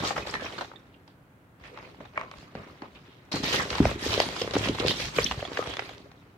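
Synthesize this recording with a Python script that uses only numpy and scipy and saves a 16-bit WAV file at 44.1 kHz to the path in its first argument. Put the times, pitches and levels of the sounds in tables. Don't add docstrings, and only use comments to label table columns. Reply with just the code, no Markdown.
import sys
import numpy as np
from scipy import signal
from scipy.io import wavfile
from scipy.ndimage import uniform_filter1d

SR = 44100
rng = np.random.default_rng(int(sys.argv[2]) if len(sys.argv) > 2 else 0)


def generate_wav(signal):
    frames = np.transpose(np.atleast_2d(signal))
    scaled = np.clip(frames, -1, 1) * 32767
    pcm = np.round(scaled).astype(np.int16)
    wavfile.write(sys.argv[1], SR, pcm)


N = 280917

# f/Hz, level per Hz/dB
FOAM_COLOUR = [(700, -11), (1100, -8.5), (1800, 1.5), (2500, -2), (3090, 1), (3880, 1.5), (5340, -4),
               (7500, -12), (10800, -21), (15000, -24), (16000, -45.5)]
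# f/Hz, level per Hz/dB
SCRAPE_COLOUR = [(310, 8.5), (520, 4.5), (795, -2), (1210, 0), (1450, -4.5), (1860, -5.5), (2080, -3.5),
                 (2600, -7.5), (3380, -20), (5720, -120)]
# f/Hz, level per Hz/dB
JOSTLE_COLOUR = [(15, -19.5), (25, -44), (48, 0), (97, 2.5), (194, 1), (227, 2.5), (297, 0.5), (348, 2.5),
                 (425, -1.5), (600, -51.5), (780, -61.5), (1320, -120)]
# t/s, effort/dB
STIRRING = [(0, -37), (0.14, -57), (0.24, -52.5), (0.62, -49), (0.67, -60), (0.8, -67.5), (1.2, -83),
            (1.58, -83), (1.66, -62), (1.87, -62.5), (2.11, -68.5), (2.35, -66.5), (2.6, -63.5),
            (3.302, -68.5), (3.33, -54), (3.42, -50), (3.5, -45.5), (3.88, -42.5), (3.98, -52.5),
            (4.1, -39.5), (4.5, -46), (5.1, -49.5), (5.36, -51.5), (5.85, -49.5), (6.08, -67.5),
            (6.36, -72.5)]
# start t/s, rise/s, hold/s, effort/dB, extra wall scraping/dB
HAND_PUSHES = [(0.025, 0.019, 0.047, -37.5, 2.5), (0.155, .004, 0.025, -39, 1.5),
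               (0.263, 0.005, 0.0063, -40.5, 1.5), (0.335, 0.002, 0.0065, -42, 3.5),
               (0.399, 0.034, 0.022, -46.5, 4), (1.073, 0.004, .003, -67, -1),
               (1.596, .003, 0.013, -63.5, 2), (1.634, 0.006, 0.022, -60, 0),
               (1.735, .01, 0.11, -66.5, 11.5), (2.001, 0.0035, 0.03, -62, 4.5),
               (2.124, 0.064, 0.024, -57, 10), (2.31, 0.0027, 0.11, -59.5, -1),
               (2.556, 0.0036, 0.024, -58, 9), (2.585, 0.057, 0.058, -61.5, 5),
               (2.801, 0.015, 0.016, -64.5, 9), (2.95, 0.0036, 0.012, -73, 6.5),
               (3.316, 0.0016, 0.042, -36, -1.5), (3.427, 0.0069, 0.089, -35, -4),
               (3.517, 0.016, 0.0097, -26.5, -3.5), (3.573, 0.0088, 0.024, -36.5, 3.5),
               (3.701, 0.0031, 0.054, -41.5, 2), (3.818, 0.026, 0.054, -40, 2.5),
               (3.972, 0.059, 0.046, -35, -7.5), (4.099, 0.024, 0.016, -31.5, -1.5),
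               (4.184, 0.015, 0.026, -36, 0.5), (4.316, 0.081, 0.012, -39, -18),
               (4.532, 0.0067, 0.054, -39, -0.5), (4.601, 0.03, 0.024, -35, 0),
               (4.727, .012, 0.062, -44.5, -11), (4.801, 0.006, 0.047, -43, 7),
               (4.865, 0.0073, 0.03, -33.5, -10), (4.947, 0.032, 0.072, -37.5, -11),
               (5.123, 0.044, 0.04, -35.5, -4.5), (5.208, 0.021, 0.047, -40, -9),
               (5.307, 0.0024, 0.0075, -42, 0), (5.37, 0.014, 0.025, -44.5, -7),
               (5.499, 0.069, 0.033, -44.5, 1.5), (5.642, 0.02, 0.045, -46, 2),
               (5.773, 0.0027, 0.014, -52, 3)]
# t/s, length/s, level/dB, f/Hz, sharpness Q
PIECE_RUBS = [(0.022, 0.082, -38.5, 1150, 4.4), (0.044, 0.057, -38.5, 4530, 4.9),
              (0.073, 0.032, -45, 6940, 4.1), (0.309, 0.0082, -46, 6850, 2.4),
              (0.334, 0.038, -40, 1830, 13), (0.393, 0.064, -48.5, 1700, 10), (0.583, 0.018, -52, 1400, 5),
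              (0.937, 0.014, -60, 2680, 2.7), (1.634, 0.057, -51.5, 1990, 1.6),
              (1.714, 0.064, -51, 500, 4.6), (1.775, 0.023, -48, 980, 4.4), (1.819, 0.071, -57, 496, 2.1),
              (2.155, 0.02, -47, 1850, 4.1), (2.228, 0.09, -54, 1090, 9.7), (2.553, 0.064, -52, 620, 1.4),
              (2.822, 0.043, -46, 900, 1.6), (2.947, 0.033, -55, 2760, 1.9), (3.048, 0.17, -64, 2900, 1.5),
              (3.314, 0.028, -39.0, 5050, 3.6), (3.319, 0.086, -41, 4250, 8),
              (3.432, 0.024, -39, 5170, 3.5), (3.473, 0.052, -36, 3800, 1.5),
              (3.529, 0.039, -41, 2920, 2.8), (3.55, 0.023, -45, 5400, 3.7), (3.58, 0.044, -35, 1930, 6.8),
              (3.595, 0.023, -32, 1180, 4.6), (3.699, 0.022, -56, 4220, 5), (3.883, 0.036, -47, 2500, 4.6),
              (4.05, 0.031, -40, 5600, 2.1), (4.102, 0.11, -39.5, 3630, 2.6),
              (4.204, 0.043, -36, 3830, 2.3), (4.391, 0.057, -45, 3850, 2.4), (4.579, 0.01, -38, 5540, 1.9),
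              (4.633, 0.027, -34, 2750, 2), (4.792, 0.0083, -40, 3770, 5.7), (4.804, 0.093, -35, 464, 5.1),
              (4.885, 0.034, -33, 3850, 4.2), (4.887, 0.04, -35, 3040, 7), (4.891, .03, -39, 5200, 5),
              (4.987, 0.12, -44.5, 4770, 2.6), (5.012, 0.024, -41, 2520, 3.7),
              (5.402, 0.014, -41, 2880, 3.8), (5.595, 0.042, -39, 1240, 9.1), (5.704, 0.043, -44, 3130, 5),
              (5.873, 0.023, -62, 2880, 2.4), (5.942, 0.015, -67, 400, 3), (6.053, 0.03, -53, 540, 2.8)]
# t/s, level/dB, panel f/Hz, card clack/dB, foam snap/dB, crunch decay time/s
CARD_TAPS = [(0.037, -19.5, 950, -13, -4, .004), (0.048, -15, 1090, -26, 0.5, 0.0018),
             (0.082, -24, 1260, -29, 1, .004), (0.1059, -11, 700, -9, -25, 0.0047),
             (0.164, -14, 1080, -9, -14, 0.0053), (0.179, -20, 537, -3, -25, 0.0062),
             (0.207, -34, 800, -16, 4, .002), (0.254, -28, 694, -20, -12, 0.0015),
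             (0.27, -21, 620, -22, -3, 0.0031), (0.292, -21.5, 570, -7, -31, .003),
             (0.339, -21, 1090, 6, 4, 0.0018), (0.352, -15, 1070, -21, -6, 0.0023),
             (0.409, -34, 1300, -8, 9, 0.0022), (0.421, -14.5, 474, -26, -25, 0.0028),
             (0.458, -22.5, 550, -3, -18, 0.0032), (0.504, -25, 800, -15, -15, .002),
             (0.523, -33, 710, -23, 5.5, 0.0047), (0.53, -42, 1300, -9, 6, 0.0022),
             (0.58, -16.5, 1340, -28, -6, 0.0065), (0.609, -13.5, 1130, -17, -8.5, 0.0073),
             (0.615, -19.5, 620, -10, -13, 0.0088), (0.645, -26, 810, -10, -5, 0.0034),
             (0.715, -23, 1060, -28, -28, 0.0023), (0.735, -30.5, 1060, -24, -24, 0.003),
             (1.077, -40, 900, -11, 1, 0.0044), (1.773, -27, 980, -4, -7, 0.0028),
             (1.787, -35, 1000, 0, -1, 0.0022), (1.944, -35, 800, -11, -16, 0.0022),
             (2.004, -27, 536, -11, -28, 0.0054), (2.052, -32, 810, -10, -7, 0.0071),
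             (2.551, -20.5, 666, -9.5, -12, 0.0036), (2.674, -35, 700, -12, -8, .003),
             (2.819, -24, 845, -11, -10, 0.0036), (3.32, -33, 890, -16, 19, 0.0017),
             (3.328, -30, 1100, -4, 12, .002), (3.34, -14, 507, -23, -17.5, 0.0023),
             (3.432, -20.5, 746, -36, -12, 0.0057), (3.44, -25.5, 900, -5, 13, 0.0027),
             (3.541, -14, 507, 2, -11, 0.0064), (3.5591, -20, 540, -12, 12, 0.002),
             (3.702, -23, 1020, -2, 8.5, 0.0057), (3.728, -20.5, 600, 1, 0, 0.0036),
             (3.751, -13.5, 1050, -33, -3, 0.0045), (3.781, -21, 900, 0.5, 1, 0.008),
             (3.8028, -11.5, 935, -18, -30, 0.0012), (3.827, -25, 1200, -2, -4, 0.0022),
             (3.853, -4, 660, -8, -14.5, 0.0012), (3.879, -20, 800, -11, -8, .002),
             (3.913, -15, 550, -8, -27, 0.003), (4.064, -22, 466, -23, 2, 0.0075),
             (4.129, -14.5, 885, -15, -4, .003), (4.139, -22.5, 1020, -15, 15, 0.0018),
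             (4.175, -19, 500, -13, 3, 0.0039), (4.2007, -2.5, 565, -8, 0.5, 0.0012),
             (4.287, -22, 900, -12, 2, 0.0023), (4.325, -25, 900, -12, -1, 0.0023),
             (4.363, -16, 1080, -17, -3, 0.0033), (4.415, -12.5, 510, -29, 2, 0.004),
             (4.475, -10, 460, -15, -22, 0.0022), (4.509, -22.5, 463, -18, 6, .002),
             (4.536, -12.5, 480, -23, -3, 0.0048), (4.552, -14.5, 950, -3, -4, 0.0035),
             (4.5643, -8, 720, -10, -26, 0.0013), (4.656, -22, 790, 3, -13, 0.0032),
             (4.671, -13, 483, -7, -22, 0.0033), (4.685, -13.5, 636, -21, 3.5, 0.0023),
             (4.746, -23, 790, -10, 0, 0.0086), (4.784, -20.5, 1000, 0, -12, .002),
             (4.797, -18, 588, -31, 5, 0.0057), (4.862, -19, 900, -4, 9, 0.0016),
             (4.8812, -25, 1200, 5, 19.5, .002), (4.908, -16.5, 565, -3.5, 3, 0.0046),
             (4.998, -20.5, 540, -3, 0, 0.0074), (5.023, -24, 940, -17, 1, 0.0045),
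             (5.082, -31, 1300, 6, -2.5, 0.0018), (5.162, -22, 1340, -8, 6.5, 0.0029),
             (5.184, -10, 470, 1.5, -13.5, 0.006), (5.311, -12, 1050, -14, -3, 0.0037),
             (5.32, -10.5, 1540, -23, -4.5, 0.0013), (5.342, -26, 1100, -11, -7, .002),
             (5.391, -24, 700, -14, -14, .002), (5.425, -12, 535, -16, -24, 0.0024),
             (5.45, -20.5, 620, -7, -6, 0.0046), (5.475, -31, 1200, 2, 3, .002),
             (5.517, -31, 900, -1, -8, .002), (5.531, -29, 900, -10, 5, .002),
             (5.571, -18.5, 1200, 5.5, -1, 0.0037), (5.59, -9.5, 466, -22, -28, 0.0035),
             (5.613, -28, 1250, -17, -1, 0.0033), (5.625, -24, 1250, -0.5, -3, .002),
             (5.639, -27, 1010, -8, 1, 0.0026), (5.659, -23.5, 1090, -18, -22, .002),
             (5.672, -18, 620, -20, -2.5, 0.0023), (5.698, -22.5, 504, -9, -22, 0.0039),
             (5.737, -23, 525, -2, 1, 0.0028), (5.768, -24, 486, 2, 7, 0.0032),
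             (5.785, -37, 1000, 5, -2, 0.0018), (5.792, -17, 665, 3.5, -3, 0.0032),
             (5.821, -24.5, 611, -2, -18, 0.0018), (5.892, -25.5, 676, -7, -2, 0.0026),
             (5.947, -42, 622, -15, 7, 0.0025), (5.98, -39, 431, -21, 10, 0.001),
             (6.002, -41, 595, -18, -1, 0.0032), (6.115, -36, 966, -6, 0, 0.0013)]
# f/Hz, level/dB
SNAP_COLOUR = [(500, -32), (1800, -7.5), (3200, 3), (5400, -4.5), (7500, -15.5), (10500, -27), (16000, -49)]
# f/Hz, level/dB
CLACK_COLOUR = [(300, -47), (800, 4), (1300, 6.5), (2200, 8), (3000, -0.5), (5000, -35), (9000, -62),
                (16000, -87)]
# t/s, level/dB, wall f/Hz
BOX_KNOCKS = [(0.004, -25.5, 135), (0.033, -21.5, 256), (0.053, -25, 383), (0.177, -28, 322),
              (0.965, -46, 249), (1.081, -50, 262), (2.002, -33.5, 202), (2.238, -40, 262),
              (2.365, -43.5, 60), (2.553, -26.5, 204), (2.599, -38, 220), (2.822, -27.5, 276),
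              (2.958, -43, 259), (3.338, -18, 210), (3.401, -22, 282), (3.435, -17.5, 203),
              (3.8025, -0.5, 252), (3.803, -18.5, 105), (3.852, -14.5, 84), (3.887, -28.5, 113),
              (4.025, -24, 280), (4.063, -13.5, 364), (4.086, -27.5, 76.4), (4.177, -14.5, 447),
              (4.415, -23, 383), (4.445, -21, 470), (4.476, -21.5, 376), (4.554, -12, 286),
              (4.565, -8.5, 372), (4.672, -18, 248), (4.694, -11, 270), (4.802, -13.5, 340),
              (4.849, -12, 390), (4.861, -19, 113), (4.999, -30, 327), (5.186, -14, 452), (5.219, -29, 77),
              (5.374, -24, 108), (5.516, -23, 384), (5.578, -27, 437), (6.002, -36.5, 287)]
# f/Hz, level/dB, t60/s
BOX_MODES = [(70.8, -18, 0.2), (108, -13.5, 0.2), (151, -9, 0.049), (272, -21.5, 0.083),
             (431.6, -9.5, 0.088)]
# t/s, level/dB, starting f/Hz, decay time/s, roughness,
# glide/(octaves per s), left-right level/dB
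FOAM_SQUEAKS = [(0.222, -37, 2530, 0.0082, 0.1, 0, -3), (0.298, -30, 4970, .004, .6, 2, 5),
                (0.355, -23, 1860, 0.008, 0.7, -3, 1), (0.391, -47, 1730, 0.042, 0.4, -4.5, -2),
                (0.464, -30.5, 2560, 0.0074, 0.7, -7, 4), (0.464, -34, 3130, .004, 0.3, -11, 0),
                (0.759, -40.5, 3700, 0.0061, 0.4, -3.5, -8), (0.759, -50, 1830, 0.007, 0.5, -6, -2),
                (0.942, -59, 2650, 0.008, 2.3, -10, 0), (4.798, -24, 3900, .004, 0.66, -18, -2),
                (4.882, -21, 5020, 0.0036, 0.3, -8, 9), (4.892, -20.5, 3130, 0.008, 0.8, 0, -2),
                (4.916, -22, 3870, 0.005, 0.4, -12.5, 0), (5.23, -23, 4680, 0.0038, 0.65, -22, 3),
                (5.2425, -10.5, 5390, 0.0019, 0.3, 41.5, 8.5), (5.262, -18, 3210, 0.0069, 0.97, 2.5, -0.5),
                (5.276, -28, 3350, 0.0032, 0.5, 8.5, 3), (5.45, -30, 3310, 0.0071, 0.4, 7, -3)]
# t/s, level/dB, wrapper snap/dB
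CARTON_LANDINGS = [(2.176, -16.5, -16), (2.195, -33, -7), (2.2125, -27, -7), (2.235, -36.5, -16),
                   (2.262, -45, -16), (2.28, -44, -16), (2.314, -35, 3.5), (2.338, -38.5, -18),
                   (2.385, -46.5, 10.5)]
# f/Hz, level/dB, t60/s
CARTON_MODES = [(620, -6.5, 0.036), (890, -25.5, 0.48), (1090, 5.5, 0.016), (1130, -25, 0.23),
                (1260, -3.5, 0.021), (1840, -5, 0.019), (2250, 0.5, 0.018), (2620, -23, 0.014)]
# f/Hz, t60/s
ROOM_DECAY = [(100, 0.46), (500, 0.13), (1500, 0.15), (5000, 0.24), (14000, 0.24)]
# f/Hz, level/dB
HUSH_COLOUR = [(15, -68), (25, -20), (127, -5.5), (236, -14.5), (270, -9), (293, -13), (439, -19.5),
               (476, -18), (1100, -23.5), (1190, -25), (1400, -21.5), (5140, -46), (16000, -44.5)]
# f/Hz, left-right level/dB
PORT_COLOUR = [(60, -1.5), (92, -3), (140, -3), (210, -1.5), (330, -1), (500, 0), (770, -0.5), (1170, 2),
               (1790, -0.5), (2740, -5.5), (4190, -2.5), (6410, 7), (9810, 0.5), (15000, 3.5)]

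USUAL_DB = -43.5
SETTLE_DB_PER_S = 252.5
SCRAPE_DB, SCRAPE_GROWTH = -48, 0.83
JOSTLE_DB, JOSTLE_GROWTH = -45, 0.65
SHAKE_DB, SHAKE_RISE_S, SHAKE_DB_PER_S = -30.5, 0.036, 115
PIECE_HZ, PIECE_Q = (2700, 5200), 14
SNAP_DIRECT, SNAP_RING = 0.75, 1.3
BOX_DETUNE = 0.09
HUSH_DB = -57
LOW_CUT_HZ, EDGE_HZ = 38, 15900


def effort():
    foam = amp(np.interp(np.arange(N) / SR, *np.transpose(STIRRING)) - USUAL_DB) ** 2
    wall = foam.copy()
    for start, rise_s, hold_s, db, wall_db in HAND_PUSHES:
        push = (amp(db - USUAL_DB) * swell(start, rise_s, hold_s, SETTLE_DB_PER_S)) ** 2
        foam += push
        wall += push * amp(wall_db) ** 2
    drive = np.sqrt(foam)
    shake_power = np.zeros(N)
    for s, db, hz in BOX_KNOCKS:
        shake_power += (amp(db + SHAKE_DB) * swell(s, SHAKE_RISE_S, 0, SHAKE_DB_PER_S)) ** 2
    scrape = amp(SCRAPE_DB) * drive ** SCRAPE_GROWTH * np.sqrt(wall / foam)
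    jostle = np.hypot(amp(JOSTLE_DB) * drive ** JOSTLE_GROWTH, np.sqrt(shake_power))
    return amp(USUAL_DB) * drive, scrape, jostle


def friction(strength, spectrum, per_s, spread_db, clump_db, clump_s, q, steady_s, patchy_db,
             count=10, order=1):
    clumps, out = amp(clump_db * drift(clump_s)), np.zeros((2, N))
    for hz in np.geomspace(spectrum[1][0], spectrum[-2][0], num=count):
        sizes = amp(spread_db * np.minimum(rng.exponential(1, N), 4)) * rng.choice([-1, 1], N)
        sizes *= amp(patchy_db * drift(0.025))
        slips = arrivals(sizes * clumps * (rng.random(N) < per_s / SR))
        for _ in range(order):
            slips = resonate(slips, hz, q)
        out += slips
    out = evened(colour(out, spectrum))
    width = max(round(steady_s * SR), 2)
    power = uniform_filter1d(uniform_filter1d((out ** 2).mean(0), width), width)
    out /= np.sqrt(abs(power) + 1e-4)
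    return evened(out) * strength


def soften(x, strength, corner_hz=5000, firm_db=-34, slope=0.1):
    dull = signal.sosfiltfilt(signal.butter(4, corner_hz, fs=SR, output="sos"), x)
    return dull + (x - dull) * (strength / amp(firm_db)) ** slope


def creaks(strength, count=420, level_db=-2.5, spread_db=6, low_hz=1800, high_hz=5800):
    out = np.zeros((2, N))
    for when, pitch, size, glide in rng.random((count, 4)):
        hz = low_hz * (high_hz / low_hz) ** pitch
        chirp = squeak(hz, decay_s=0.006, rough=0.9, glide=20 * (glide - 0.5))
        add(out, when * N / SR, strength[int(when * N)] * amp(level_db + spread_db * size) * chirp)
    return out


def ticks(strength, count=140, level_db=12, spread_db=5, low_hz=500, high_hz=1300):
    out = np.zeros((2, N))
    for when, pitch, size in rng.random((count, 3)):
        hz = low_hz * (high_hz / low_hz) ** pitch
        tick = tap(hz, clack_db=-9, snap_db=-7, crunch_s=0.0035)
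        add(out, when * N / SR, strength[int(when * N)] * amp(level_db + spread_db * size) * tick)
    return out


def rub(length_s, hz, q, slips_per_s=1300, spread_db=3.0, glide_octaves=0.11, rise_s=0.005, fade=0.506):
    t = np.arange(SR // 5) / SR
    sizes = amp(spread_db * np.minimum(rng.exponential(1, len(t)), 3)) * rng.choice([-1, 1], len(t))
    slips = sizes * (rng.random(len(t)) < slips_per_s / SR)
    progress = np.minimum(t / length_s, 1)
    slide = glide_octaves * rng.uniform(-0.39, 1) * (2 * progress - 1)
    turn = np.exp(2j * np.pi * np.cumsum(hz * 2 ** slide) / SR)
    smooth = signal.butter(2, hz / q / 2, fs=SR, output="sos")
    ringing = (turn * signal.sosfilt(smooth, arrivals(slips) / turn)).real
    sound = ringing * np.minimum(t / rise_s, 1) * (1 - progress ** 2) ** fade
    return evened(sound) * np.sqrt(length_s / t[-1])


def tap(hz, clack_db, snap_db, crunch_s, crunch=1.3, ring_cycles=0.75, flight_s=0.001, soft_hz=4500):
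    t = np.arange(3000) / SR
    spray = rng.choice([-1, 1], len(t)) * (rng.random(len(t)) < 2600 / SR) * (t > flight_s + 0.0006)
    spray = arrivals(spray * np.exp(-t / crunch_s))
    contact = crunch * np.sqrt(crunch_s / 0.0023) * spray / (np.linalg.norm(spray[0]) + 1e-9)
    direct = 1.0 * (np.arange(len(t)) == round(flight_s * SR))
    contact += arrivals(direct, count=1)
    panel = np.sin(2 * np.pi * hz * t) * np.exp(-hz * t / ring_cycles)
    mid_tones = signal.butter(2, [400, soft_hz], "band", fs=SR, output="sos")
    panel = signal.sosfilt(mid_tones, panel)
    snap = click(SNAP_COLOUR)
    snap = SNAP_DIRECT * snap + SNAP_RING * resonate(snap, rng.uniform(*PIECE_HZ), PIECE_Q)
    blow = panel - amp(clack_db) * click(CLACK_COLOUR) + amp(snap_db) * snap
    return signal.fftconvolve(contact, blow, axes=1)[:, :len(t)]


def knock(hz, push_cycles=0.7, ring_db=-1.5, port_lag_s=0.000096):
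    cycles = hz * np.arange(SR // 3) / SR
    push = np.sin(2 * np.pi * cycles) * np.exp(-((cycles - 3 / 4) / push_cycles) ** 2)
    push *= 1 - np.exp(-(4 * cycles) ** 2)
    wall = push + amp(ring_db) * ring(BOX_MODES, BOX_DETUNE) * (1 - np.exp(-cycles))
    return np.array([np.interp(cycles - hz * port_lag_s, cycles, wall), wall])


def ring(modes, detune):
    t = np.arange(SR // 3) / SR
    out = np.zeros(len(t))
    for hz, db, t60 in modes:
        loaded_hz = hz * (1 + detune * rng.uniform(-0.99, 1))
        out += amp(db - 60 * t / t60) * np.sin(2 * np.pi * loaded_hz * t + rng.random())
    return out


def squeak(hz, decay_s, rough, glide, wobble=0.083, overtone_db=-23, rise_s=0.00076):
    t = np.arange(round(5 * decay_s * SR)) / SR
    jitter = evened(uniform_filter1d(rng.standard_normal((1, SR // 2)), size=25))[:, :len(t)]
    turn = 2 * np.pi * np.cumsum(hz * 2 ** (glide * t) * (1 + wobble * rough * jitter)) / SR
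    turn = turn + rng.uniform(-1.95, 1, (2, 1))
    tone = np.sin(turn) + amp(overtone_db) * np.sin(2 * turn)
    return tone * (1 - np.exp(-(t / rise_s) ** 2)) * np.exp(-t / decay_s)


def carton(snap_db, port_lag_s=0.00009, rise_s=0.00073, vary_db=2):
    t = np.arange(SR // 3) / SR
    at_ports = t + np.array([[port_lag_s], [-port_lag_s]])
    body = np.zeros((2, len(t)))
    for hz, db, t60 in CARTON_MODES:
        level = amp(db + vary_db * rng.uniform(-1, 1) - 60 * t / t60)
        body += level * np.sin(2 * np.pi * hz * at_ports)
    return body * (1 - np.exp(-t / rise_s)) + amp(snap_db) * click(SNAP_COLOUR, size=len(t))


def room(x, gap_s=0.008):
    n = SR // 2
    hits = rng.choice([-1.0, 1.0], n) * (rng.random(n) < 3000 / SR)
    echoes = arrivals(hits * (np.arange(n) > gap_s * SR))
    hz, t, z = signal.stft(echoes, SR, nperseg=256)
    tail = signal.istft(z * amp(-60 * t / read(ROOM_DECAY, hz)[:, None]), SR, nperseg=256)[1]
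    return signal.fftconvolve(x, tail / np.linalg.norm(tail[0]), axes=1)[:, :N]


def hush():
    return amp(HUSH_DB) * evened(colour(arrivals(rng.standard_normal(N)), HUSH_COLOUR))


def swell(start, rise_s, hold_s, fall_db_per_s):
    t = np.arange(N) / SR - start
    return np.clip(t / rise_s, 0, 1) * amp(-fall_db_per_s * np.clip(t - rise_s - hold_s, 0, 1))


def drift(seconds):
    knots = rng.standard_normal(N // 20)
    return np.interp(np.arange(N) / SR / seconds, np.arange(len(knots)), knots)


def arrivals(heights, count=8, shadow=0.18):
    lag = rng.integers(-count, count + 1, len(heights))
    at = np.arange(len(heights))
    ports = []
    for side in (1, -1):
        places = np.clip(at + side * lag, 0, at[-1])
        ports.append(np.bincount(places, heights * (1 - shadow * side * lag / count), len(at)))
    return np.array(ports)


def click(spectrum, size=3000):
    pulse = colour(signal.unit_impulse(size)[None], spectrum)
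    return pulse / abs(pulse).max()


def resonate(x, hz, q):
    return signal.lfilter(*signal.iirpeak(min(hz, SR / 3), max(q, 1), SR), x)


def colour(x, points, size=4096):
    hz = abs(np.fft.fftfreq(size, 1 / SR))
    log_gain = np.log(amp(np.maximum(read(points, hz), -100)))
    response = np.fft.ifft(np.exp(np.conj(signal.hilbert(log_gain)))).real
    return signal.fftconvolve(x, response[None, :size // 2], axes=1)[:, :x.shape[1]]


def read(points, hz):
    f, value = np.transpose(points)
    return np.interp(np.log(hz + 1), np.log(f + 1), value)


def amp(db):
    return np.exp(np.log(10) / 20 * np.asarray(db))


def evened(x):
    return x / np.sqrt(np.mean(x.mean(0) ** 2) + 1e-20)


def add(mix, s, sound):
    part = mix[:, max(round(s * SR), 0):][:, :sound.shape[-1]]
    part += sound[..., :part.shape[1]]


def scene():
    foam, scrape, jostle = effort()
    rustle = amp(-3.0) * friction(
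        foam, FOAM_COLOUR, per_s=300, spread_db=1.5, clump_db=2, clump_s=0.014, q=6,
        steady_s=0.57, patchy_db=3.3, count=20, order=2)
    rustle = soften(rustle, foam) + creaks(foam) + ticks(scrape)
    rustle += amp(4.5) * friction(
        scrape, SCRAPE_COLOUR, per_s=180, spread_db=0.5, clump_db=1.5, clump_s=0.006, q=2.38,
        steady_s=0.14, patchy_db=4.0)
    rustle += amp(-1.5) * friction(
        jostle, JOSTLE_COLOUR, per_s=50, spread_db=4.0, clump_db=9.0, clump_s=0.005, q=0.88,
        steady_s=0.13, patchy_db=4.5)
    for s, length_s, db, hz, q in PIECE_RUBS:
        add(rustle, s, amp(db - 2.5) * rub(length_s, hz, q))
    taps, tocks, knocks, squeaks = np.zeros((4, 2, N))
    for s, db, *shape in CARD_TAPS:
        add(taps, s, amp(db - 5.5) * tap(*shape))
    for s, db, hz in BOX_KNOCKS:
        add(knocks, s, amp(db - 3.0) * knock(hz))
    for s, db, *shape, side_db in FOAM_SQUEAKS:
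        sides = amp([[side_db / 2], [-side_db / 2]])
        add(squeaks, s, amp(db) * sides * squeak(*shape))
    for s, db, snap_db in CARTON_LANDINGS:
        add(tocks, s, amp(db) * carton(snap_db))
    to_room = amp(-6.0) * rustle + amp(-11.5) * taps + amp(-14) * tocks
    to_room += amp(-9.5) * knocks + amp(-15.0) * squeaks
    return rustle + taps + tocks + knocks + squeaks + room(to_room) + hush()


def record(dry):
    ports = []
    for x, side in zip(dry, (1, -1)):
        port_colour = [(hz, side * db / 2 * (hz > 400)) for hz, db in PORT_COLOUR]
        ports.append(colour(x[None], port_colour))
    low_cut = signal.butter(3, LOW_CUT_HZ, "high", fs=SR, output="sos")
    ports = signal.sosfilt(low_cut, np.vstack(ports))
    band_limit = signal.firwin(511, EDGE_HZ, window=("kaiser", 9), fs=SR)
    return signal.oaconvolve(ports, band_limit[None], "same")


dry = scene()
out = record(dry)
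generate_wav(out)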